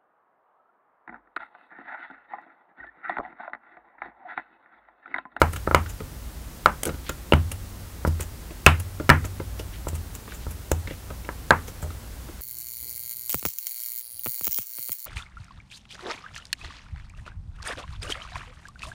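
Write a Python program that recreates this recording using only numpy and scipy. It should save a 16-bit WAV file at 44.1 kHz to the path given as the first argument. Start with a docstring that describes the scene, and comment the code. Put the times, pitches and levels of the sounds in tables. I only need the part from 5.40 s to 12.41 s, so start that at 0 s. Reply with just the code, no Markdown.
"""Short, hollow pops: a fingertip pushes in the bubbles of a silicone toy on a table in a small room.
Each bubble is a dome that snaps through, rings briefly and thumps the table.
Between pops the finger taps, rubs and drags on the rubber. A low hum, rumble and hiss lie underneath.
The loudest pops overload the close microphone."""
import sys
import numpy as np
from scipy import signal
from scipy.fft import rfft, irfft
from scipy.io import wavfile

SR = 44100
rng = np.random.default_rng(int(sys.argv[2]) if len(sys.argv) > 2 else 0)


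def waveform_to_disk(signal):
    """Save audio, clipped to [-1, 1], as 16-bit WAV at the path in sys.argv[1]."""
    frames = np.transpose(np.atleast_2d(signal))
    scaled = np.clip(frames, -1, 1) * 32767
    samples = np.round(scaled).astype(np.int16)
    wavfile.write(sys.argv[1], SR, samples)


N = 309130
TIME = np.arange(N) / SR

# Domes giving way: start_s, knock_db, knock_top_hz, dome_pitch_hz, dome_db, thump_db, thump_sharpness_hz
POPS = [(0.0168, -1, 2170, 1310, -7, -18, 124), (0.275, -11, 930, 1290, -12.5, -27, 150),
        (0.3119, -14.5, 1520, 1340, -16, -29, 124), (0.3466, -2.5, 2500, 1300, -2, -21, 129),
        (1.2594, -5.5, 2270, 1340, 4, -32, 138), (1.9229, 0.5, 850, 2820, -6.5, -31, 190),
        (1.9351, -7.5, 2140, 2940, -10.5, -14, 263), (2.6501, -13, 1210, 1386, -14.5, -24, 190),
        (2.6750, -17, 694, 710, -35, -19.5, 180), (3.2633, -3.5, 3950, 2615, 7.5, -13.5, 226),
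        (3.2658, 1.5, 2060, 1630, -0.5, -23.5, 700), (3.6929, -4.5, 2880, 1560, -17, -21.5, 360),
        (3.7003, 1.5, 2260, 1774, 6, -12.5, 595), (4.4701, -18.5, 1110, 1110, -52, -27, 109),
        (4.531, -27, 700, 1100, -41, -24.5, 87.5), (5.0670, -27, 1010, 1310, -34, -27, 102),
        (5.3160, -8, 815, 1650, -23.5, -18.5, 99), (5.8898, -22, 1700, 1640, -22.5, -39, 219),
        (6.107, 3, 1400, 1580, 5, -24.5, 520), (6.428, -31, 1500, 1500, -34, -25.5, 108)]
# The fingertip landing on the rubber: start_s, tick_db, tick_pitch_hz, finger_pad_db
TAPS = [(0.1346, -26, 1360, -44.5), (0.162, -22, 1430, -41.5), (0.27, -28, 1800, -45),
        (0.4606, -28, 1420, -52), (0.604, -28.5, 1330, -31.5), (1.465, -24, 1520, -31),
        (1.492, -22.5, 1400, -30.5), (1.5423, -35, 1390, -38.5), (1.6936, -18, 1405, -31),
        (2.1154, -29, 2760, -46), (2.796, -29, 1440, -32.5), (3.1069, -36, 2600, -39.5),
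        (3.5986, -24, 1360, -26.5), (3.8431, -29, 1360, -33.5), (3.9994, -27, 1350, -27.5),
        (4.1954, -26, 2900, -33), (4.8778, -32.5, 1170, -44), (4.9213, -27.5, 1610, -43),
        (5.4737, -24, 2130, -37.5), (5.5077, -30, 2010, -32.5), (5.7032, -30.5, 1290, -35),
        (5.848, -34, 2250, -46), (6.2808, -33.5, 2150, -40), (6.5044, -32, 1330, -42.5),
        (6.8859, -39.5, 1350, -40.5)]


def from_db(db):
    """Turn decibels into a number to multiply a sound by."""
    return 10 ** (np.asarray(db) / 20)


def at_hz(points, hz, column=1):
    """Read a table at any frequency, blending between its rows on a pitch scale."""
    points = np.array(points)
    return np.interp(np.log(np.maximum(hz, 1)), np.log(points[:, 0]), points[:, column])


def filtered(x, hz, kind, order=2):
    """Keep the low part, the high part or a band of a sound."""
    sections = signal.butter(order, np.clip(hz, 10, .45 * SR), kind, fs=SR, output="sos")
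    return signal.sosfilt(sections, x)


def coloured(noise, spectrum):
    """Shape the bass and treble of a noise, then set its average strength (rms) to 1."""
    hz = np.arange(N // 2 + 1) * SR / N
    shaped = irfft(rfft(noise) * from_db(at_hz(spectrum, hz)), N)
    return shaped / np.std(shaped)


def ring(hz, fade_s, size=4096):
    """One tone of a struck object. Here and below, a fade time is the time to fall by 60 dB."""
    t = TIME[:size]
    return np.sin(2 * np.pi * hz * t) * np.exp(-np.log(1000) * t / fade_s)


def add(track, start_s, sound):
    """Mix a sound into a track at the given time."""
    start = max(round(start_s * SR), 0)
    track[start:start + len(sound)] += sound[:N - start]


def background(hiss_db=-45, rumble_db=-41.5, hum_db=-46, hum_hz=59.2, waver=0.62):
    """An even hiss, a low rumble and a hum whose loudness wavers."""
    # The tone of the hiss: frequency_hz, level_db
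    hiss_colour = [(59, -36), (100, 4.5), (173, 0), (248, -3), (477, -9.5), (508, -8.5), (682, -11),
                   (843, -11.5), (1460, -14), (1590, -15), (2040, -16), (2370, -18.5), (15500, -20.5)]
    hiss = coloured(rng.standard_normal(N), hiss_colour)
    hiss /= np.std(filtered(hiss, 150, "high", order=4))   # hiss_db sets the part above 150 Hz
    rumble = filtered(rng.standard_normal(N + SR), [32.4, 70], "band")[SR:]
    sway = np.interp(TIME, np.linspace(0, TIME[-1], 30), rng.standard_normal(30))
    hum = np.sqrt(2) * np.sin(2 * np.pi * hum_hz * TIME) * (1 + waver * sway)
    return from_db(hiss_db) * hiss + from_db(rumble_db) * rumble / np.std(rumble) + from_db(hum_db) * hum


def room(x, build_s=0.0024, gain_db=-8):
    """Many reflections blur into a tail that builds quickly and lasts longest in the bass."""
    # The room's tail: frequency_hz, level_db, fade_s
    bands = [(150, -1, 0.3), (413, -8.5, 0.22), (670, -8, 0.17), (900, -1, 0.15), (1700, -9, 0.21),
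             (2600, -8.5, 0.19), (4500, -10, 0.17), (7000, -11, 0.19), (14000, -13, 0.19)]
    t = TIME[:SR // 3]
    noise = rng.standard_normal((2, len(t)))
    edges_hz = np.geomspace(140, 16000, 15)
    tail = np.zeros(len(t))
    for k, (low, high) in enumerate(zip(edges_hz, edges_hz[1:])):
        hz = np.sqrt(low * high)
        fade = np.exp(-np.log(1000) * t / at_hz(bands, hz, column=2))
        tail += from_db(at_hz(bands, hz)) * fade * filtered(noise[k % 2], [low, high], "band")
    tail *= 1 - np.exp(-(t / build_s) ** 2)
    return from_db(gain_db) * signal.fftconvolve(x, tail / np.sqrt(SR * build_s))[:N]


def echoes(x, top_hz=3000):
    """The wall and the screen behind the toy send back quick, dull copies of a sound."""
    # Bounces off nearby surfaces: delay_s, level_db
    bounces = [(.0046, -22.5), (.0094, -20), (0.0111, -26), (0.0128, -25)]
    out = np.zeros(N)
    for delay_s, db in bounces:
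        add(out, delay_s, from_db(db) * x)
    return filtered(out, top_hz, "low")


def skin_slips(per_s):
    """Skin sticks and slips on silicone, making tiny clicks at random times."""
    return rng.standard_normal(N) * (rng.random(N) < per_s / SR)


def drags(slips_per_s=1500, band_ratio=1.56, half_length_s=0.026):
    """The finger slides to the next bubble: a dull judder when pressed hard, otherwise a light brush."""
    # Soft slides: peak_s, level_db, centre_hz
    slides = [(1.482, -30.5, 320), (1.677, -43, 2600), (4.348, -48.5, 2370), (4.915, -48.5, 2400),
              (5.03, -51.5, 3140), (5.515, -44.5, 2020), (6.447, -42, 487)]
    out = np.zeros(N)
    for peak_s, db, centre_hz in slides:
        near = np.abs(TIME - peak_s) < 3 * half_length_s
        slips = skin_slips(slips_per_s)[near]
        brush = filtered(slips, [centre_hz / band_ratio, centre_hz * band_ratio], "band")
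        swell = np.exp(-((TIME[near] - peak_s) / half_length_s) ** 2)
        out[near] += from_db(db) * swell * brush / (np.std(brush) + 1e-12)
    return out


def rubs(slips_per_s=4000, usual_s=0.0059, usual_db=-28.5, halving_db=10.5, sudden_s=0.01):
    """Tiny slips crowd into a crisp hiss with a faint squeak; short rubs start abruptly, long ones swell."""
    # Skin rubbing the silicone: peak_s, level_db, squeak_hz
    strokes = [(0.133, -35, 9200), (0.164, -33.5, 3000), (0.498, -36.5, 6950), (1.433, -13.5, 8500),
               (1.4546, -23, 9500), (1.474, -32, 6300), (1.694, -22, 6860), (2.118, -24.5, 9650),
               (2.674, -33.5, 5000), (2.8074, -25.5, 8750), (2.824, -30.5, 7000), (3.4004, -26.5, 10200),
               (3.853, -32.5, 6960), (4.196, -35.5, 5500), (4.486, -31, 7660), (4.553, -37, 8500),
               (4.752, -34, 7160), (4.947, -41.5, 7160), (5.112, -38, 11300), (5.316, -19, 7000),
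               (6.282, -37.5, 6000), (6.427, -35.5, 7600)]
    # The tone of the rubbing: frequency_hz, level_db
    rub_colour = [(300, 11), (1500, 4.5), (2800, 5.5), (4500, -3), (7000, 4), (9000, 2), (12000, 3),
                  (15500, 1)]
    hiss = coloured(skin_slips(slips_per_s), rub_colour)
    out = np.zeros(N)
    for peak_s, db, squeak_hz in strokes:
        # The harder the skin sticks, the more suddenly it lets go: louder rubs are shorter.
        length_s = usual_s * 2 ** ((usual_db - db) / halving_db)
        age = (TIME - peak_s) / length_s
        near = np.abs(age) < 10
        rise_speed = 1 + sudden_s / length_s
        pressure = np.exp(-np.maximum(age[near], -age[near] * rise_speed))
        squeak = signal.lfilter(*signal.iirpeak(squeak_hz, Q=7, fs=SR), hiss[near])
        rub = hiss[near] + 1.8 * squeak
        out[near] += from_db(db) * pressure * rub / np.std(rub)
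    return out


def toy_knock():
    """One blow makes the toy ring; where it lands shifts the balance of the tones a little."""
    # Tones of the toy and the air pocket under it: pitch_hz, level_db, fade_s
    tones = [(370, -4.5, 0.017), (579, -1.5, 0.014), (730, -26.5, 0.038), (977, -5, 0.018),
             (1374, -1, 0.021), (1650, -14, 0.032), (2085, 2, 0.0071), (2225, -13.5, 0.019),
             (2880, -4.5, 0.019), (4200, -16, 0.012)]
    return sum(from_db(db + rng.standard_normal()) * ring(hz, fade_s) for hz, db, fade_s in tones)


def taps(tick_gain_db=-1, pad_gain_db=6, band_ratio=1.315, scuff_s=0.0065, pad_lag_s=0.00212):
    """A light blow and a brief scuff give a thin tick, then the finger pad lands with a dull knock."""
    out, t = np.zeros(N), TIME[:4096]
    for start_s, tick_db, tick_hz, pad_db in TAPS:
        scuff = 0.23 * rng.standard_normal(len(t)) * np.exp(-t / scuff_s)
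        force = signal.unit_impulse(len(t)) + scuff
        tick = filtered(force, [tick_hz / band_ratio, tick_hz * band_ratio], "band", order=1)
        tick = filtered(tick, [900, 5500], "band")
        tick += 0.093 * ring(tick_hz, fade_s=0.03)   # the tight dome rings briefly
        knock = signal.fftconvolve(force, toy_knock())[:len(t)]
        pad = filtered(knock, [230, 650], "band")
        add(out, start_s, from_db(tick_db + tick_gain_db) * tick / np.abs(tick).max())
        add(out, start_s + pad_lag_s, from_db(pad_db + pad_gain_db) * pad / np.abs(pad).max())
    return out


def table_thumps(tap_gain_db=-6, tap_sharpness_hz=304):
    """With each pop or tap the finger sets the table booming; a soft blow wakes only its lowest tones."""
    # Tones of the table: pitch_hz, level_db, fade_s
    tones = [(81.96, 2, 0.46), (96.4, -15.5, 2.1), (145.6, 0, 0.23), (195, 5, 0.045), (225, -7, 0.13),
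             (248.5, -15.5, 0.41), (321.7, -7, 0.18)]
    thumps = [(start_s, db, sharpness_hz) for start_s, *_, db, sharpness_hz in POPS]
    thumps += [(start_s, pad_db + tap_gain_db, tap_sharpness_hz) for start_s, *_, pad_db in TAPS]
    blows = np.zeros(N)
    for start_s, db, sharpness_hz in thumps:
        add(blows, start_s, from_db(db) * filtered(signal.unit_impulse(4096), sharpness_hz, "low"))
    boom = sum(from_db(db) * ring(hz, fade_s, size=N) for hz, db, fade_s in tones)
    return filtered(signal.fftconvolve(blows, boom)[:N], [50, 700], "band")


def pops(sealed_hz=236, leak_hz=214, fizz_s=0.0012, fizz_db_per_octave=14.5, usual_top_hz=2000,
         pulse_s=0.00071, pulse_gain_db=5):
    """Each dome snaps through, knocks the toy and rings; its first pulse spreads into the room."""
    direct, tails, t = np.zeros(N), np.zeros(N), TIME[:4096]
    for start_s, knock_db, top_hz, dome_hz, dome_db, *_ in POPS:
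        knock = filtered(toy_knock(), top_hz, "low", order=4)   # a faster snap reaches higher tones
        # A freely ringing dome lifts the rim; air leaks under it and takes the bass away.
        knock = filtered(knock, sealed_hz + leak_hz * from_db(dome_db), "high")
        dome = filtered(ring(dome_hz, fade_s=0.016), 1.68 * dome_hz, "low", order=4)
        pop = -from_db(knock_db) * knock - from_db(dome_db) * dome
        # A brief burst of treble fizz on each pop, louder on brighter pops.
        fizz_db = knock_db - 20 + fizz_db_per_octave * np.log2(top_hz / usual_top_hz)
        fizz = filtered(rng.standard_normal(len(t)), [3000, 13000], "band")
        fizz *= from_db(fizz_db) * t / fizz_s * np.exp(1 - t / fizz_s)
        first_pulse = from_db(pulse_gain_db) * pop * np.exp(-t / pulse_s) + fizz
        add(direct, start_s, pop + fizz)
        add(tails, start_s, room(first_pulse))   # each dome sits at its own spot, so has its own tail
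    return direct + echoes(direct) + tails


def scene(touch_room_db=-2):
    """Mix the finger's touches, the pops, the table and the background into one channel."""
    touches = taps() + rubs() + drags()
    touches = touches + echoes(touches) + from_db(touch_room_db) * room(touches)
    return (pops() + touches + table_thumps() + background())[None]


def record(dry, overload=1, top_hz=15700):
    """The overloaded microphone flattens the loudest peaks, then the highest treble is cut."""
    clipped = np.clip(dry, -overload, overload)
    treble_cut = signal.ellip(10, .1, 70, top_hz, fs=SR, output="sos")
    return signal.sosfilt(treble_cut, clipped)


dry = scene()
out = record(dry)
waveform_to_disk(out)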